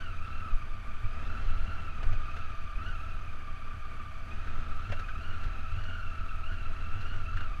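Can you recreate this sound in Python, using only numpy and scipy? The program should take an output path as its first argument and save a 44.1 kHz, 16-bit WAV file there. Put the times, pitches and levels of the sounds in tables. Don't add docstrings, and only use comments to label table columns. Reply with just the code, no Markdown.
import sys
import numpy as np
from scipy import signal
from scipy.fft import rfft, irfft
from scipy.io import wavfile
from scipy.ndimage import uniform_filter1d

SR = 44100
rng = np.random.default_rng(int(sys.argv[2]) if len(sys.argv) > 2 else 0)


def transcribe(signal):
    frames = np.atleast_2d(signal).T
    limited = np.clip(frames, -1, 1)
    pcm = np.round(limited * 32767).astype(np.int16)
    wavfile.write(sys.argv[1], SR, pcm)


N = 335160

CRUISE_HZ = 76
PULL_HZ_PER_S, PULL_SMOOTH_S = 155, 0.16
SMOOTH_ROLL_DB, STONY_RANGE_DB = -52.5, 1
EXHAUST_DB, EXHAUST_DB_PER_OCTAVE, EXHAUST_PULL_DB = -44.5, 22.5, 2.5
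OVERTONE_DB, OVERTONE_DB_PER_OCTAVE, OVERTONE_PULL_DB = -57, 17.5, 2
RATTLE_DB_PER_OCTAVE, SIZZLE_DB = 9, -19.5
STONY_EXHAUST_DB = 1
STONY_SLACK, STONY_OVERTONE_DB = 1.35, -4
# time_s, turns_per_s
CRANK_SPEED = [(0.02, 89.1), (0.14, 73.42), (0.38, 78.78), (0.7, 67.23), (1.04, 69.8), (1.32, 79.03),
               (1.72, 81.35), (1.91, 76.55), (2.03, 70.57), (2.3, 73.07), (2.4, 78.4), (2.58, 70.03),
               (2.75, 68.84), (2.89, 87.05), (2.97, 75.8), (3.08, 76.97), (3.4, 69.2), (4.24, 68.52),
               (4.37, 74.9), (4.79, 75.5), (4.91, 82.84), (5.07, 73.28), (5.17, 74.44), (5.25, 84.43),
               (5.6, 75.53), (5.73, 76.94), (5.8, 84.08), (5.99, 83.13), (6.1, 78.77), (6.41, 75.65),
               (6.5, 85), (6.67, 77.97), (6.95, 79.1), (7.15, 84.95), (7.26, 76.84), (7.42, 82.66),
               (7.53, 70.1)]
# time_s, wind_db, tyre_roll_db, rattle_db (the rattle at cruising speed)
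TRACK = [(0, -32, -53.5, -51.5), (0.9, -30.5, -55, -51.5), (1.45, -29, -50.5, -49.5),
         (1.9, -32, -53, -51.5), (2.25, -29.5, -53, -49.3), (2.65, -31.5, -55.5, -50.5),
         (3.2, -31.5, -55.5, -52), (4.2, -35.5, -56, -51), (4.6, -25.5, -49, -50.5),
         (5.1, -31.5, -54.5, -51), (5.45, -27, -51, -50.5), (5.65, -32.5, -54.5, -51),
         (6.35, -29.5, -55.5, -52), (6.75, -27.5, -52.5, -51.5), (7.6, -28, -55, -51)]
# time_s, level_db
WHINE_LEVEL = [(0, -47.5), (0.2, -51), (0.45, -45.5), (0.7, -54.5), (1.05, -53.5), (1.35, -48),
               (1.55, -51.5), (1.78, -48.5), (2.0, -50), (2.4, -48), (2.7, -51), (2.85, -45), (3.25, -53),
               (4.05, -50), (4.3, -53.5), (4.9, -47.5), (5.72, -51), (5.98, -46), (6.85, -51), (7.4, -47),
               (7.6, -51.5)]


def engine(case):
    crank_hz, = curves(CRANK_SPEED)
    _, roll_db, rattle_db = curves(TRACK)
    whine_db, = curves(WHINE_LEVEL)
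    turns = np.cumsum(crank_hz) / SR
    revs = np.log2(crank_hz / CRUISE_HZ)

    speed_up = np.gradient(crank_hz) * SR
    felt_speed_up = uniform_filter1d(speed_up, size=int(PULL_SMOOTH_S * SR))
    pull = np.tanh(felt_speed_up / PULL_HZ_PER_S)
    stony = np.clip((roll_db - SMOOTH_ROLL_DB) / STONY_RANGE_DB, 0, 1)
    lope = (crank_hz.mean() / crank_hz) ** 3
    slack = 0.5 * (1 + STONY_SLACK * stony)

    exhaust_db = EXHAUST_DB + EXHAUST_DB_PER_OCTAVE * revs
    exhaust_db = exhaust_db + EXHAUST_PULL_DB * pull + STONY_EXHAUST_DB * stony
    overtone_db = OVERTONE_DB + OVERTONE_DB_PER_OCTAVE * revs
    overtone_db = overtone_db + OVERTONE_PULL_DB * pull + STONY_OVERTONE_DB * stony
    clatter_db = rattle_db + RATTLE_DB_PER_OCTAVE * revs

    first = chain(turns, lope, slack, multiple=1, surge=1.15, rough=0.5, flutter_db=2.7)
    second = chain(turns, lope, slack, multiple=2, surge=1.15, rough=0.55, flutter_db=3.3)
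    upper = sum(chain(turns, lope, slack, multiple=k, surge=1.1, rough=0.9, flutter_db=1.5)
                for k in range(3, 6))

    thud = undb(exhaust_db) * exhaust(turns, uneven_db=3.5, odd=0.53)
    whine = undb(whine_db) * steady(ring(first, case))
    overtone = undb(overtone_db) * steady(ring(second, case))
    sizzle = undb(clatter_db + SIZZLE_DB) * steady(ring(upper, case))
    rattle = undb(clatter_db) * unit(ring(clatter(turns, depth=0.096), case))
    return thud + whine + overtone + sizzle + rattle


# pitch_hz, width_hz, level_db
SILENCER_RESONANCES = [(73.2, 36, 4), (138, 18, -28), (208.3, 60, -13.5), (353, 220, -29)]


def exhaust(turns, uneven_db, odd):
    strokes = 0
    for k in range(1, 12):
        strength = odd if k % 2 else 1
        strokes = strokes + strength * np.cos(np.pi * k * turns)
    uneven_strokes = strokes * undb(uneven_db * wander(30))
    return steady(ring(uneven_strokes, resonator(SILENCER_RESONANCES)))


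TEETH = 17


def chain(turns, lope, slack, multiple, surge, rough, flutter_db):
    lag = lope * (surge * np.sin(np.pi * turns) + slack * wander(28.4))
    mesh = multiple * (2 * np.pi * TEETH * turns + lag)
    tension = (1 + 0.17 * np.cos(np.pi * turns + 1.1)) * undb(flutter_db * wander(25))
    scatter = wander(110) * np.cos(mesh) + wander(110) * np.sin(mesh)
    return tension * (np.cos(mesh) + rough * scatter)


def clatter(turns, depth):
    return noise() * (1 + depth * np.cos(np.pi * turns))


STONE_HITS = [(1.731, -56, -60, -62, 0.046), (2.028, -43, -48, -60, 0.074), (2.126, -50, -50, -59, 0.059),
              (2.362, -51, -51, -61, 0.084), (2.384, -49, -74, -65, 0.04), (4.472, -46, -53, -63, 0.045),
              (4.896, -47, -47, -59, 0.038), (4.918, -39.5, -41.5, -57, 0.077),
              (4.991, -46, -51.5, -55, 0.075), (5.084, -43, -59, -70, 0.071),
              (5.434, -47.5, -55, -60, 0.077), (5.836, -54, -57, -61, 0.062),
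              (6.520, -47.5, -71, -69, 0.073), (7.003, -57, -71, -63.5, 0.19), (7.367, -42, -58, -62, 0.09),
              (7.404, -50, -52, -62, 0.076)]
# pitch_hz, width_hz, level_db
FRAME_RESONANCES = [(1310, 160, 0), (1560, 290, 5), (1800, 590, -7), (2730, 570, -6.5), (4300, 1500, -27.5)]
# pitch_hz, level_db
THUMP_TONE = [(120, -7), (330, 5), (700, 5), (1100, -3.5), (2200, -2), (12000, -44)]
# pitch_hz, level_db
CRACK_TONE = [(1200, -4.5), (2800, 5), (4200, 7.5), (5400, -3.5), (6400, -1.5), (8000, -13), (11000, -13),
              (15000, -29)]


def stones():
    knock = unit(ring(noise(), resonator(FRAME_RESONANCES)))
    thump = unit(colour(noise(), THUMP_TONE))
    crack = unit(colour(noise(), CRACK_TONE))
    blows = np.zeros((3, N))
    t = np.arange(SR // 4) / SR
    for start_s, *levels_db, decay_s in STONE_HITS:
        start = int(start_s * SR)
        contact = 1 - np.exp(-t / 0.003)
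        decay = np.exp(-np.log(1000) * t / decay_s)
        fade = (contact * decay)[:N - start]
        blows[:, start:start + len(fade)] += np.outer(undb(levels_db), fade)
    return undb(8) * np.sum(blows * (knock, thump, crack), axis=0)


THUD_DB = -50.5
# pitch_hz, level_db
BUFFET_TONE = [(2, -20.5), (6, 2.5), (14, 1.5), (22, -7), (32, -13), (45, -15), (60, -32), (120, -42),
               (300, -59), (1500, -110)]
# pitch_hz, level_db
ROLL_TONE = [(60, -9), (130, 8), (165, 1.5), (225, 5), (300, -1), (520, -5), (950, -6.5), (2000, -6.5),
             (4000, -29), (8000, -33.5), (15000, -69)]
# pitch_hz, level_db
HISS_TONE = [(1500, -1.5), (3500, 0.5), (5300, 0.5), (7500, -0.5), (10500, -2), (13000, -7), (15000, -14)]


def ride():
    wind_db, roll_db, _ = curves(TRACK)
    shake, thump = jolts()
    buffet = np.hypot(undb(wind_db), shake) * steady(colour(noise(), BUFFET_TONE))
    body = resonator([(97.4, 14, 0)])
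    thud = np.hypot(undb(THUD_DB), thump) * steady(ring(noise(), body))

    rolling = colour(noise() + 0.45 * grit(per_s=700, spread_db=2.5), ROLL_TONE)
    tyres = undb(roll_db) * unit(rolling * undb(1.48 * wander(8.5)))
    crunch = ring(grit(per_s=810, spread_db=6.5), resonator([(3480, 360, 0)]))
    gravel = undb(roll_db - 20.5) * unit(crunch * undb(2 * wander(7.5)))
    hiss = undb(-72.5) * unit(colour(noise(), HISS_TONE) * undb(1.1 * wander(28)))
    return buffet + thud + tyres + gravel + hiss


# middle_s, length_s, buffeting_db, body_thud_db
JOLTS = [(0.173, .22, -39, -49), (0.54, 0.13, -23, -62), (1.048, 0.08, -25.5, -37),
         (1.528, 0.45, -22.5, -57), (2.108, 0.31, -20, -39.5), (4.916, 0.15, -50, -39),
         (5.447, 0.19, -26.5, -50), (5.763, 0.18, -19, -36.5), (7.0, .16, -45, -36.5),
         (7.202, 0.16, -31, -38.5), (7.362, 0.13, -29, -36)]


def jolts():
    t = np.arange(N) / SR
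    gains = np.zeros((2, N))
    for middle_s, length_s, *levels_db in JOLTS:
        swell = np.cos(np.pi * np.clip((t - middle_s) / length_s, -0.5, 0.5)) ** 2
        gains += np.outer(undb(levels_db), swell)
    return gains


def grit(per_s, spread_db):
    size = undb(spread_db * np.minimum(rng.exponential(size=N), 4))
    return unit((rng.random(N) < per_s / SR) * size * noise())


def noise():
    return rng.standard_normal(N)


def wander(rate_hz):
    return unit(irfft(rfft(noise()) / (1 + (freqs() / rate_hz) ** 2), N))


def resonator(modes):
    f = freqs()
    power = 0
    for hz, width_hz, db in modes:
        detune = (f * f - hz * hz) / (f * width_hz)
        power = power + (undb(db) / (1 + detune ** 2)) ** 2
    cepstrum = irfft(np.log(power + 1e-9), N)
    cepstrum[0] /= 2
    cepstrum[N // 2:] = 0
    return np.exp(rfft(cepstrum))


def ring(x, body):
    return irfft(rfft(x) * body, N)


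def colour(x, points):
    hz, db = np.transpose(points)
    gain = undb(np.interp(np.log(freqs()), np.log(hz), db))
    return irfft(rfft(x) * gain, N)


def freqs():
    return np.arange(N // 2 + 1) * SR / N + 1e-6


def curves(table):
    s, *columns = np.transpose(table)
    return [np.interp(np.arange(N) / SR, s, column) for column in columns]


def undb(db):
    return 10 ** (np.asarray(db) / 20)


def unit(x):
    return x / np.sqrt(np.mean(x ** 2))


def steady(x):
    return x / np.sqrt(uniform_filter1d(x ** 2, size=SR // 5) + 1e-18)


# pitch_hz, width_hz, level_db
CASE_RESONANCES = [(657.2, 54, 3), (775.4, 14, 1.5), (1074.5, 20, -1), (1190.4, 54.4, 8), (1320, 188, 5.5),
                   (1494, 100, 4.5), (1648, 150, 0), (1834, 55, -2.5), (2290, 264, -5), (2494, 100, -3),
                   (2684, 150, -4.5), (2840, 23, -4), (3045, 610, -8.5), (4000, 1290, -18),
                   (4625, 540, -19), (6075, 900, -23.5)]


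def scene():
    return (engine(resonator(CASE_RESONANCES)) + stones() + ride())[None]


TOP_HZ = 14700


def record(dry):
    nearest_end = np.minimum(np.arange(N), np.arange(N)[::-1])
    edges = np.minimum(nearest_end / (SR * 0.006), 1)
    low_pass = signal.ellip(10, 0.2, 80, TOP_HZ, fs=SR, output="sos")
    return signal.sosfilt(low_pass, dry * edges)


dry = scene()
out = record(dry)
transcribe(out)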